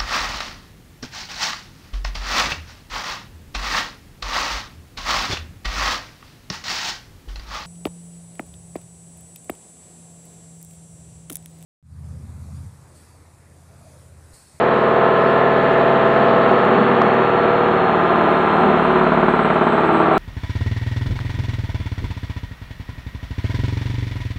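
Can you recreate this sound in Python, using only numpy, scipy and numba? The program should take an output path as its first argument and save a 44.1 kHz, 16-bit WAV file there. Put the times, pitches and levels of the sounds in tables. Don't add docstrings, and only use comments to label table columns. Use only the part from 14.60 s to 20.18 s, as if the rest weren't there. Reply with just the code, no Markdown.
import sys
import numpy as np
from scipy import signal
from scipy.fft import rfft, irfft, next_fast_len
from scipy.io import wavfile
from scipy.ndimage import uniform_filter1d, minimum_filter1d
from numba import njit

SR = 44100
rng = np.random.default_rng(int(sys.argv[2]) if len(sys.argv) > 2 else 0)


def rack_gain(trim_db):
    fader = np.asarray(trim_db, float)
    return 10 ** (fader / 20)


def dump(signal):
    limited = np.clip(np.atleast_2d(signal).T, -1, 1)
    pcm = np.round(limited * 32767).astype(np.int16)
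    wavfile.write(sys.argv[1], SR, pcm)


N = 246071
STEP = 64

FULL_SPIN_PER_S, CUT_S = 20.02, 1.796
SLOWING_PER_S = .0308
BELT_PER_DRUM = .7473
# start_s, share
DRIVE = [(1.75, 1), (2.25, 0)]
# start_s, motor_turns_per_drum_turn
PULLEY = [(1.75, 12.255), (1.85, 12.21)]

# multiple_of_drum_speed, coasting_level_db, extra_when_pulling_db
DRUM_TONES = [(1, -66.5, 3.5), (2, -69, 2.5), (3, -50.5, 3.5), (4, -51, -4.5), (5, -37, -2), (6, -49, 4),
              (7, -44, 2), (8, -54, 11.5), (9, -34, -2.5), (10, -47, -3.5), (11, -44, 2), (12, -46.5, -5),
              (13, -41, 4.5), (14, -39, -1.5), (15, -38.5, 1), (16, -43.5, 0), (17, -42, 1.5),
              (18, -36.5, 2), (19, -41, 0.5), (20, -37, 0), (21, -38, 9), (22, -40.5, -4), (23, -31.5, 3.5),
              (24, -42.5, -14), (25, -31, 3.5), (26, -41.5, 4), (27, -45, 6.5), (28, -43.5, 5.5),
              (29, -40.5, -4.5), (30, -48, 4.5)]
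# pitch_hz, level_db
UPPER_COLOUR = [(620, -49.5), (800, -49), (1000, -46.5), (1250, -46.5), (1550, -44), (1800, -45)]
SCATTER_DB, PULL_SCATTER_DB = 2.0, 1.5
SINGERS = [33, 35, 36, 40, 48, 52, 60, 62, 65, 67, 68, 85, 86]
# coasting_level_db, extra_when_pulling_db
SINGER_LEVELS = [(-48, 14), (-45, 5), (-45, -5.5), (-42.5, -6), (-47.5, 1.5), (-44, 3), (-51, 2.5),
                 (-49, 4), (-45, 7), (-41.5, -11), (-47.5, 6.5), (-45, -4), (-44, 10.5)]
# pitch_hz, level_db
FINE_COLOUR = [(1600, -39), (1800, -45), (2100, -54), (2800, -54), (4000, -78.5)]
PAIRED_DB, PULL_DB, SWAP_MULTIPLE = 1.5, -0.5, 35

# multiple_of_belt_loop_rate, coasting_level_db, extra_when_pulling_db
BELT_TONES = [(7.08, -58, -0.5), (15, -55, -6), (22.9, -47.5, 1), (24.89, -39, 1), (25.93, -35.5, -3),
              (26.9, -37, -16), (28.86, -37.5, 1), (43.1, -51, -1.5), (47.08, -51, 9), (50.7, -47.5, -8.5),
              (52.85, -52.5, 7), (54, -59, 1), (56.8, -57, 0.5), (58.4, -53, 2.5), (60, -46.5, 2)]
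# multiple_of_motor_speed, coasting_level_db, extra_when_pulling_db
SHAFT_TONES = [(1, -43.5, -8), (2, -38, 2), (3, -46, 1), (4, -47.5, -7.5), (5, -43.5, -6.5)]
# multiple_of_motor_speed, coasting_level_db, extra_when_pulling_db
WHINE_TONES = [(13, -55, 1.5), (13.98, -52, -7), (15.98, -57, 2), (17.97, -54.5, 0), (20, -68, -0.5),
               (21.1, -64, 7.5), (27, -66.5, 1.5), (30, -61.5, 1), (35.96, -44, -3), (54, -57.5, 2.5)]
WHINE_DB, WHINE_DB_PER_SLOWING = 0.4, 0.4
WHINE_PATCHY_DB, WHINE_PATCH_HZ = 1.8, 4.0

# pitch_hz, width_hz, level_db
CABINET = [(55.2, 1.7, 9), (93.4, 12, -5.5), (108, 2, -4.5), (128.4, 3.8, -9), (136.6, 16, 11),
           (166.3, 12, 3), (202.6, 11, 13.5), (221, 27.6, 8), (239.6, 7.1, 11), (254.5, 9.8, 4.5),
           (300, 4.6, -2.5), (322.7, 4.8, 13.5), (350, 2.2, 0), (372.2, 11, 8.5), (401.4, 40, 2),
           (474.8, 6.3, -11), (482.2, 11, 7), (531, 5.3, -3), (603.5, 105, 6), (658.7, 120, 8.5),
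           (683, 11, 7), (766, 7.2, 13.5), (836.5, 101, 11.5), (906, 23, 4.5), (959, 40, 8.5),
           (1052, 62, 7), (1145, 7.2, 6.5), (1203, 166, 9), (1349, 33, 11.5), (1425, 5.8, 0.5)]
# pitch_hz, level_db_per_hz
ROAR = [(20, -35.5), (60, -25), (110, -19.5), (180, -6), (400, -4), (700, -2), (1300, -5), (1800, -6),
        (2400, -14.5), (3500, -19), (4300, -27.5), (16000, -31)]
# pitch_hz, width_hz, level_db
BOOM = [(225.5, 60, -1), (390, 69, -2.5)]
BOOM_REST_DB = -8.5
# peak_s, over_rest_db, length_s
LURCHES = [
    (0.0, 10, 0.19),
    (1.097, 2, 0.46),
    (1.8, 14, 0.35),
    (2.161, 15.5, 0.11),
    (2.462, 14, 0.17),
    (3.548, 3.5, 0.16),
    (4.068, 18.5, 0.12),
    (5.58, 4.5, 0.16),
]
# peak_s, signed_height, pitch_hz
KNOCKS = [
    (1.9158, -1.07, 620),
    (2.4186, 1.24, 900),
]
KNOCK_LOW_HZ = 130
THROB_DB, JOLT_DIES_TURNS = .6, .35
LOOSE_S, LOOSE_THROB_DB, LOOSE_RISE_S, LOOSE_SETTLE_S = 4.65, 4.6, .2, .55
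THROB_CUT_HZ = 1800

# start_s, level_db
NEARNESS = [(0, -15), (.4, -14.5), (1.2, -13.5), (2.15, -13), (2.7, -14), (3.25, -14.5), (3.6, -13.5),
            (4.8, -14), (5.58, -14)]
MEAN_DB = -14.3
HEADROOM = .9
# peak_s, level_db, length_s
RUSTLES = [
    (0.915, -36, 0.0066),
    (1.136, -31, .004),
    (1.988, -32.5, 0.0091),
    (2.05, -33.5, 0.0092),
    (2.48, -35.5, .008),
    (2.542, -32, .006),
]
# pitch_hz, level_db
MIC_TILT = [(4300, 0), (4700, -12), (5200, -12), (6500, -15), (7800, -18), (9600, -22), (11200, -30),
            (11400, -44), (12200, -56), (12700, -44), (13000, -33), (14200, -34), (14400, -38),
            (16000, -40)]
# pitch_hz, width_hz, level_db
MIC_NOTCHES = [(4820, 170, -13), (5830, 380, -16), (8540, 360, -27)]
MIC_LIMIT = .99


def in_time(rows):
    s, *columns = np.transpose(rows)
    return [np.interp(np.arange(N) / SR, s, column) for column in columns]


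def at_hz(points, hz):
    table_hz, db = np.array(points).T
    return np.interp(np.log(hz + 1), np.log(table_hz), db)


def bumps_db(modes, hz):
    return sum(db / (1 + (2 * (hz - centre) / width) ** 2) for centre, width, db in modes)


def rms_one(x):
    return x / np.sqrt(np.mean(np.abs(x) ** 2, axis=-1, keepdims=True) + 1e-20)


def shaped(x, response_db):
    size = next_fast_len(N + 4096)
    hz = np.arange(size // 2 + 1) * SR / size
    return irfft(rfft(x, size) * rack_gain(response_db(hz)), size)[:N]


def swell(s, rise_s, fall_s):
    t = np.arange(N) / SR - s
    return np.exp(-(t / np.where(t < 0, rise_s, fall_s)) ** 2)


def drift(rate_hz, count):
    r = np.exp(-2 * np.pi * rate_hz * STEP / SR)
    white = rng.standard_normal((count, 2, N // STEP + 1001))
    slow = signal.lfilter([1], [1, -2 * r, r * r], white[:, 0] + 1j * white[:, 1])
    return rms_one(slow[:, 1000:])


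@njit
def sum_lines(turns, multiples, real, imag, step):
    out = np.zeros(len(turns))
    last = real.shape[1] - 2
    for k in range(len(multiples)):
        for j in range(last + 1):
            first = j * step
            end = len(turns) if j == last else first + step
            pointer = np.exp(2j * np.pi * multiples[k] * turns[first])
            turn = np.exp(2j * np.pi * multiples[k] * (turns[first + step] - turns[first]) / step)
            height = real[k, j] + 1j * imag[k, j]
            change = (real[k, j + 1] + 1j * imag[k, j + 1] - height) / step
            for i in range(first, end):
                out[i] += (height * pointer).real
                pointer *= turn
                height += change
    return out


def turning_part(per_s, tones, loose, loose_hz):
    multiple, coast_db, pull_db = np.transpose(tones)[:, :, None]
    multiple = np.round(multiple)
    pull = in_time(DRIVE)[0][::STEP]
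    level_db = coast_db + pull_db * pull + bumps_db(CABINET, multiple * per_s[::STEP])
    start = np.exp(2j * np.pi * rng.random((len(tones), 1)))
    wander = drift(loose_hz, len(tones))[:, :level_db.shape[1]]
    wander = np.sqrt(1 - loose) + np.sqrt(loose) * wander
    height = np.sqrt(2) * rack_gain(level_db) * start * wander
    turns = np.cumsum(per_s) / SR
    return sum_lines(turns, multiple[:, 0].copy(), height.real.copy(), height.imag.copy(), STEP)


def drum_speed():
    coasting_s = np.maximum(np.arange(N) / SR - CUT_S, 0)
    return FULL_SPIN_PER_S * np.exp(-SLOWING_PER_S * coasting_s)


def paired_db(k):
    return PULL_DB + PAIRED_DB * (-1) ** k * np.sign(k - SWAP_MULTIPLE + .5)


def upper_tones(per_s):
    uneven = rng.standard_normal((60, 2)) * [SCATTER_DB, PULL_SCATTER_DB]
    rows = {}
    for k, (coast, pull) in zip(range(31, 91), uneven):
        rows[k] = (k, at_hz(UPPER_COLOUR, k * per_s[0]) + coast, paired_db(k) + pull)
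    for k, levels in zip(SINGERS, SINGER_LEVELS):
        rows[k] = (k, *levels)
    return list(rows.values())


def drum(per_s):
    upper = upper_tones(per_s)
    fine = [(k, at_hz(FINE_COLOUR, k * per_s[0]), paired_db(k)) for k in range(91, 200)]
    low_part = turning_part(per_s, DRUM_TONES[8:] + upper[:8], loose=.04, loose_hz=.7)
    middle_part = turning_part(per_s, upper[8:], loose=.22, loose_hz=.9)
    return low_part + middle_part + turning_part(per_s, fine, loose=.4, loose_hz=1.5)


def deep_sway(per_s):
    return turning_part(per_s, DRUM_TONES[:8], loose=.04, loose_hz=.7)


def belt(per_s):
    return turning_part(per_s * BELT_PER_DRUM, BELT_TONES, loose=.06, loose_hz=.8)


def motor(drum_per_s):
    per_s = drum_per_s * in_time(PULLEY)[0]
    hum = turning_part(per_s, SHAFT_TONES, loose=.1, loose_hz=.9)
    wobble = 1 + .0011 * np.sin(2 * np.pi * np.cumsum(drum_per_s) / SR)
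    whine = turning_part(per_s * wobble, WHINE_TONES, loose=.25, loose_hz=16.0)
    patches = drift(WHINE_PATCH_HZ, count=1)[0].real
    patches = np.interp(np.arange(N) / STEP, np.arange(len(patches)), patches)
    whine_db = WHINE_DB + WHINE_DB_PER_SLOWING * (FULL_SPIN_PER_S - drum_per_s)
    return hum + rack_gain(whine_db + WHINE_PATCHY_DB * patches) * whine


def throbbing(machine, per_s):
    throb_db = THROB_DB + LOOSE_THROB_DB * swell(LOOSE_S, LOOSE_RISE_S, LOOSE_SETTLE_S)
    turns_since_jolt = (np.cumsum(per_s) / SR - .25) % 1
    beat = 2 * np.exp(-turns_since_jolt / JOLT_DIES_TURNS) - .9
    throb = uniform_filter1d(throb_db * beat, size=90)
    panels = shaped(machine, lambda hz: -10 * np.log10(1 + (hz / THROB_CUT_HZ) ** 4))
    return machine + (rack_gain(throb) - 1) * panels


def eased(x):
    room = minimum_filter1d(np.minimum(1, HEADROOM / (np.abs(x) + 1e-9)), size=161)
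    return x * uniform_filter1d(uniform_filter1d(room, size=81), size=81)


def knocked(machine):
    t, jolts = np.arange(N) / SR, 0
    for s, height, hz in KNOCKS:
        share = np.exp(-((t - s) * hz * 2.1) ** 2)
        swing = height * np.cos(2 * np.pi * hz * (t - s))
        jolts = jolts + share * (swing - machine)
    return machine + shaped(jolts, lambda hz: -10 * np.log10(1 + (KNOCK_LOW_HZ / (hz + 1)) ** 4))


def boom():
    noise, out = rng.standard_normal(N), 0
    for hz, width, db in BOOM:
        band = signal.butter(2, [hz - width / 2, hz + width / 2], "band", fs=SR, output="sos")
        out = out + rack_gain(db) * rms_one(signal.sosfilt(band, noise))
    boom_db = BOOM_REST_DB + sum(db * swell(s, length, length) for s, db, length in LURCHES)
    return rack_gain(boom_db - 32) * out


def roar(level_db, cabinet_share):
    def colour(hz):
        return at_hz(ROAR, hz) + cabinet_share * bumps_db(CABINET, hz)
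    return rack_gain(level_db) * rms_one(shaped(rng.standard_normal(N), colour))


def rustle():
    bright = signal.butter(4, [5000, 11000], "band", fs=SR, output="sos")
    hiss = signal.sosfilt(bright, rng.standard_normal(N))
    return hiss * sum(rack_gain(db) * swell(s, length / 2, length) for s, db, length in RUSTLES)


def scene():
    per_s = drum_speed()
    machine = drum(per_s) + belt(per_s) + motor(per_s)
    machine = machine + boom() + roar(level_db=-22.0, cabinet_share=0.36)
    shaken = deep_sway(per_s) + throbbing(machine, per_s)
    nearness_db, = in_time(NEARNESS)
    near = eased(rack_gain(nearness_db - MEAN_DB) * shaken)
    return (knocked(near) + rustle())[None]


def roll_off(x):
    return signal.sosfilt(signal.butter(12, 15280, fs=SR, output="sos"), x)


def record(dry):
    heard = shaped(dry[0], lambda hz: at_hz(MIC_TILT, hz) + bumps_db(MIC_NOTCHES, hz))
    return roll_off(np.clip(heard, -MIC_LIMIT, MIC_LIMIT)[None])


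dry = scene()
out = record(dry)
dump(out)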